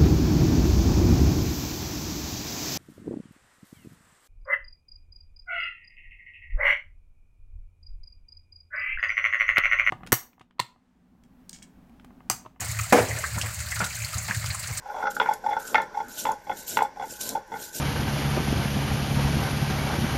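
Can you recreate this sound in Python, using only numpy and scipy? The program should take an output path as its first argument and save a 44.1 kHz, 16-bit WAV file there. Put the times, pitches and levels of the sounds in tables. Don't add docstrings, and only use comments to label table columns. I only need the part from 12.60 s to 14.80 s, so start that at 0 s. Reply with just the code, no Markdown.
import sys
import numpy as np
from scipy import signal
from scipy.fft import rfft, irfft
from scipy.io import wavfile

SR = 44100
rng = np.random.default_rng(int(sys.argv[2]) if len(sys.argv) > 2 else 0)


def master_out(mix):
    frames = np.transpose(np.atleast_2d(mix))
    ceiling = np.clip(frames, -1, 1)
    pcm = np.round(ceiling * 32767).astype(np.int16)
    wavfile.write(sys.argv[1], SR, pcm)


N = 97020

# frequency in Hz, relative density in dB.
SPRAY_SPECTRUM = [(200, -20), (380, -14.5), (520, -10), (600, 5), (700, -5), (1000, -4), (1400, 2),
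                  (2100, 5), (2700, -1.5), (3300, -12.5), (4400, 2), (5600, -6.5), (7400, 5.5), (8700, -1),
                  (10500, -16), (13500, -10.5), (16000, -14.5)]


def patter():
    drops_per_s, spread_db = 520, 4.5
    lead, pitches_hz = SR // 4, np.geomspace(700, 15000, 48)
    size = N + lead
    lands = rng.random(size) < drops_per_s / SR
    size_db = spread_db * np.minimum(rng.exponential(1, size), 2.5)
    impacts = lands * from_db(size_db) * rng.choice([-1, 1], size)
    spot = rng.integers(0, len(pitches_hz), size)
    shape = drop_shape(np.arange(lead) / SR, tail_db=-9)
    out = 0
    for k, hz in enumerate(pitches_hz):
        ring = drop_ring(shape, hz, octaves=.28 * (.5 + rng.random()))
        splash = from_db(-3.5) * drop_ring(shape, 2 * hz, octaves=4.2)
        hits = signal.fftconvolve(impacts * (spot == k), ring + splash)[lead:size]
        out += hits * from_db(at_hz(SPRAY_SPECTRUM, hz)) * np.sqrt(hz)
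    return from_db(-37) * rms_one(out)


def drops():
    # start in seconds, relative level in dB, pitch in Hz, width in octaves.
    impacts = [(0.046, -33, 6900, 0.89), (0.189, -24, 2220, 0.37), (0.191, -26.5, 1244, 0.25),
               (0.208, -31.5, 7340, 0.35), (0.485, -30, 6850, 0.46), (0.508, -25, 1915, 0.2),
               (0.569, -31, 1700, 0.28), (0.582, -33.5, 626, 0.18), (0.587, -29, 7400, 0.74),
               (0.637, -25.5, 1216, 0.38), (0.640, -21.5, 1730, 0.25), (0.778, -27.5, 1190, 0.84),
               (0.813, -25.5, 2820, 0.48), (0.8142, -25.5, 5800, 1.1), (0.859, -29.5, 1940, 0.41),
               (1.003, -30, 7140, 0.6), (1.1182, -23.5, 1890, 0.38), (1.164, -28, 1480, 0.48),
               (1.191, -28, 6200, 1.05), (1.204, -20, 1398, 0.2), (1.234, -28.5, 1420, 0.24),
               (1.242, -25.5, 5300, 1.6), (1.262, -30, 1400, 0.15), (1.305, -33.5, 2440, 0.25),
               (1.418, -32, 2420, 0.24), (1.446, -28.5, 4460, 0.21), (1.53, -34, 5500, 3),
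               (1.533, -30, 1265, 0.16), (1.5808, -25.5, 6900, 0.24), (1.709, -20, 1730, 0.43),
               (1.746, -29.5, 5370, 1.3), (1.745, -27.5, 1740, 0.31), (1.842, -31.5, 1180, 1.6),
               (1.86, -28.5, 4830, 1.8), (1.901, -29, 2040, 0.52), (1.904, -28, 4380, 0.24),
               (1.944, -31, 1170, 0.72), (1.946, -28, 8000, 0.4), (2.04, -35.5, 2600, 1.3),
               (2.073, -29, 7400, 0.86), (2.173, -24.5, 7440, 0.5)]
    out = np.zeros(N + SR)
    shape = drop_shape(np.arange(SR // 4) / SR, tail_db=-10)
    splash_noise = np.tile(coloured(SPRAY_SPECTRUM), 2)
    for start_s, db, hz, octaves in impacts:
        start = int(start_s * SR)
        span = slice(start, start + len(shape))
        ring = from_db(-6.5) * drop_ring(shape, hz, octaves)
        splash = from_db(-20) * splash_noise[span] * shape
        out[span] += from_db(db) * (ring + splash)
    return out[:N]


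def drop_shape(t, tail_db):
    direct = from_db(6) * burst(t, .0002, .001, t60_s=.02)
    cluster = burst(t, .0005, .01, t60_s=.025)
    tail = from_db(tail_db) * burst(t, .008, .01, t60_s=.26)
    return np.sqrt(direct ** 2 + cluster ** 2 + tail ** 2)


def drop_ring(shape, hz, octaves):
    white, jitter = rng.standard_normal((2, len(shape)))
    grit = white * np.exp(.6 * np.clip(jitter, -2, 2))
    return rms_one(band(grit * shape, hz, octaves)) * np.sqrt(np.mean(shape ** 2))


def thump():
    # frequency in Hz, relative density in dB.
    crack_spectrum = [(190, 8), (400, -7), (600, 8.5), (1500, 1), (2300, -2.5), (3500, -18), (7200, -13),
                      (16000, -21.5)]
    echo_spectrum = [(170, -14.5), (340, -14), (500, -3.5), (640, -8.5), (770, -10.5), (1080, -17),
                     (2350, -20.5), (3500, -34.5), (7200, -31.5), (16000, -44)]
    t = since(.3235)
    crack = from_db(-11.5) * coloured(crack_spectrum) * burst(since(.3225), .003, .013, t60_s=.04)
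    close = burst(t, .0035, .068, t60_s=.2)
    tail = from_db(-19) * burst(t, .021, .17, t60_s=.62)
    echoes = from_db(-16) * coloured(echo_spectrum) * np.hypot(close, tail)
    return crack + from_db(-11) * thud(t, hz=211) + echoes + body_ring(t)


def knocks():
    # start in seconds, relative level in dB, low-pass corner in Hz, thud level in dB.
    blows = [(0.01, -23, 2570, -50), (0.753, -11, 350, -35.5), (0.833, -22, 1500, -44),
             (1.2, -14, 2080, -26), (1.557, -26.5, 880, -36.5), (1.682, -19.5, 2970, -28.5),
             (2.085, -26, 1700, -50)]
    # frequency in Hz, relative density in dB.
    knock_spectrum = [(190, -3.5), (370, -14.5), (600, -3.5), (900, -1.5), (1300, -3.5), (2400, -3),
                      (3500, -10), (16000, -37)]
    thud_lag_s = .0143
    noise = from_db(-12.5) * coloured(knock_spectrum)
    out = 0
    for start_s, db, corner_hz, thud_db in blows:
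        t = since(start_s)
        close = burst(t, .002, .023, t60_s=.16)
        tail = from_db(-13) * burst(t, .018, .03, t60_s=.3)
        blow = noise * np.hypot(close, tail) + from_db(-14) * body_ring(t)
        lowpass = signal.butter(2, corner_hz, fs=SR, output="sos")
        out += from_db(db) * signal.sosfilt(lowpass, blow)
        out += from_db(thud_db) * thud(t - thud_lag_s, hz=183.4)
    return out


def body_ring(t):
    # frequency in Hz, level in dB, T60 in seconds.
    modes = [(260, -23.5, 0.35), (282.3, -23.5, 0.27), (358, -23, .2), (490, -20.5, .28), (527, -29, .3),
             (712, -29, .29), (742, -21, .24), (821, -21, 0.14), (1700, -29, 0.34)]
    return sum(from_db(db) * tone(t, hz) * burst(t, .012, .028, t60_s) for hz, db, t60_s in modes)


def thud(t, hz):
    return np.sin(2 * np.pi * hz * t) * burst(t, .0042, .0049, t60_s=.095)


def spray():
    return from_db(-39) * coloured(SPRAY_SPECTRUM)


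def drone():
    # frequency in Hz, width in Hz, steady level in dB, swell offset in dB.
    resonances = [(75.8, 53, -44, -2), (110.2, 37, -42, -0.5), (148, 122, -49, -13)]
    # crest in seconds, Gaussian sigma in seconds, upper resonances in dB, lowest in dB.
    swells = [(0.1, 0.021, -28, -33.5), (0.207, 0.028, -27.5, -30.5), (0.421, 0.021, -25.5, -32),
              (0.528, 0.034, -25.5, -32), (0.661, 0.019, -49, -33.5), (.765, 0.029, -26, -31),
              (0.852, 0.027, -29.5, -36), (0.999, 0.021, -35, -29), (1.203, 0.032, -26.5, -40),
              (1.441, 0.015, -32, -32), (1.561, .009, -29, -27), (1.608, 0.041, -31, -39),
              (1.778, 0.015, -24.5, -30.5), (1.856, 0.025, -27.5, -45), (1.899, 0.012, -24, -24.5),
              (2.113, 0.011, -24.5, -41)]
    out, bins_hz = 0, np.arange(N // 2 + 1) * SR / N
    for k, (hz, width_hz, steady_db, offset_db) in enumerate(resonances):
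        detune = 2 * (bins_hz - hz) / width_hz
        rumble = irfft(rfft(rng.standard_normal(N)) / (1 + detune ** 2) ** 2, N)
        out += from_db(steady_db) * rms_one(rumble)
        for crest_s, sigma_s, upper_db, lowest_db in swells:
            t = since(crest_s)
            crest_db = offset_db + (upper_db if k else lowest_db)
            out += from_db(crest_db) * np.exp(-.5 * (t / sigma_s) ** 2) * tone(t, hz)
    return out


def from_db(db):
    return 10 ** (np.asarray(db) / 20)


def rms_one(x):
    return x / np.sqrt(np.mean(x ** 2) + 1e-20)


def at_hz(spectrum, hz):
    points_hz, db = np.transpose(spectrum)
    return np.interp(np.log(np.maximum(hz, 1)), np.log(points_hz), db)


def since(start_s):
    return np.arange(N) / SR - start_s


def tone(t, hz):
    return np.sin(2 * np.pi * (hz * t + rng.random()))


def band(x, hz, octaves):
    edge_ratio = 2 ** (np.clip(octaves, .1, 3) / 2)
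    high_hz = min(hz * edge_ratio, .48 * SR)
    low_hz = min(hz, high_hz) / edge_ratio
    return signal.sosfilt(signal.butter(2, [low_hz, high_hz], "band", fs=SR, output="sos"), x)


def coloured(spectrum):
    hz = np.arange(N // 2 + 1) * SR / N
    skirt = np.minimum(hz / spectrum[0][0], 1) ** 7
    return rms_one(irfft(rfft(rng.standard_normal(N)) * from_db(at_hz(spectrum, hz)) * skirt, N))


def burst(t, attack_s, hold_s, t60_s):
    return np.clip(t / attack_s, 0, 1) * from_db(-60 * np.maximum(t - hold_s, 0) / t60_s)


def scene():
    water = spray() + patter() + drops()
    return (water + thump() + knocks() + drone())[None]


def record(dry):
    cutoff_hz = 15800
    lowpass = signal.ellip(12, .1, 90, cutoff_hz, fs=SR, output="sos")
    return signal.sosfilt(lowpass, 1.13 * np.tanh(dry / 1.251))


dry = scene()
out = record(dry)
master_out(out)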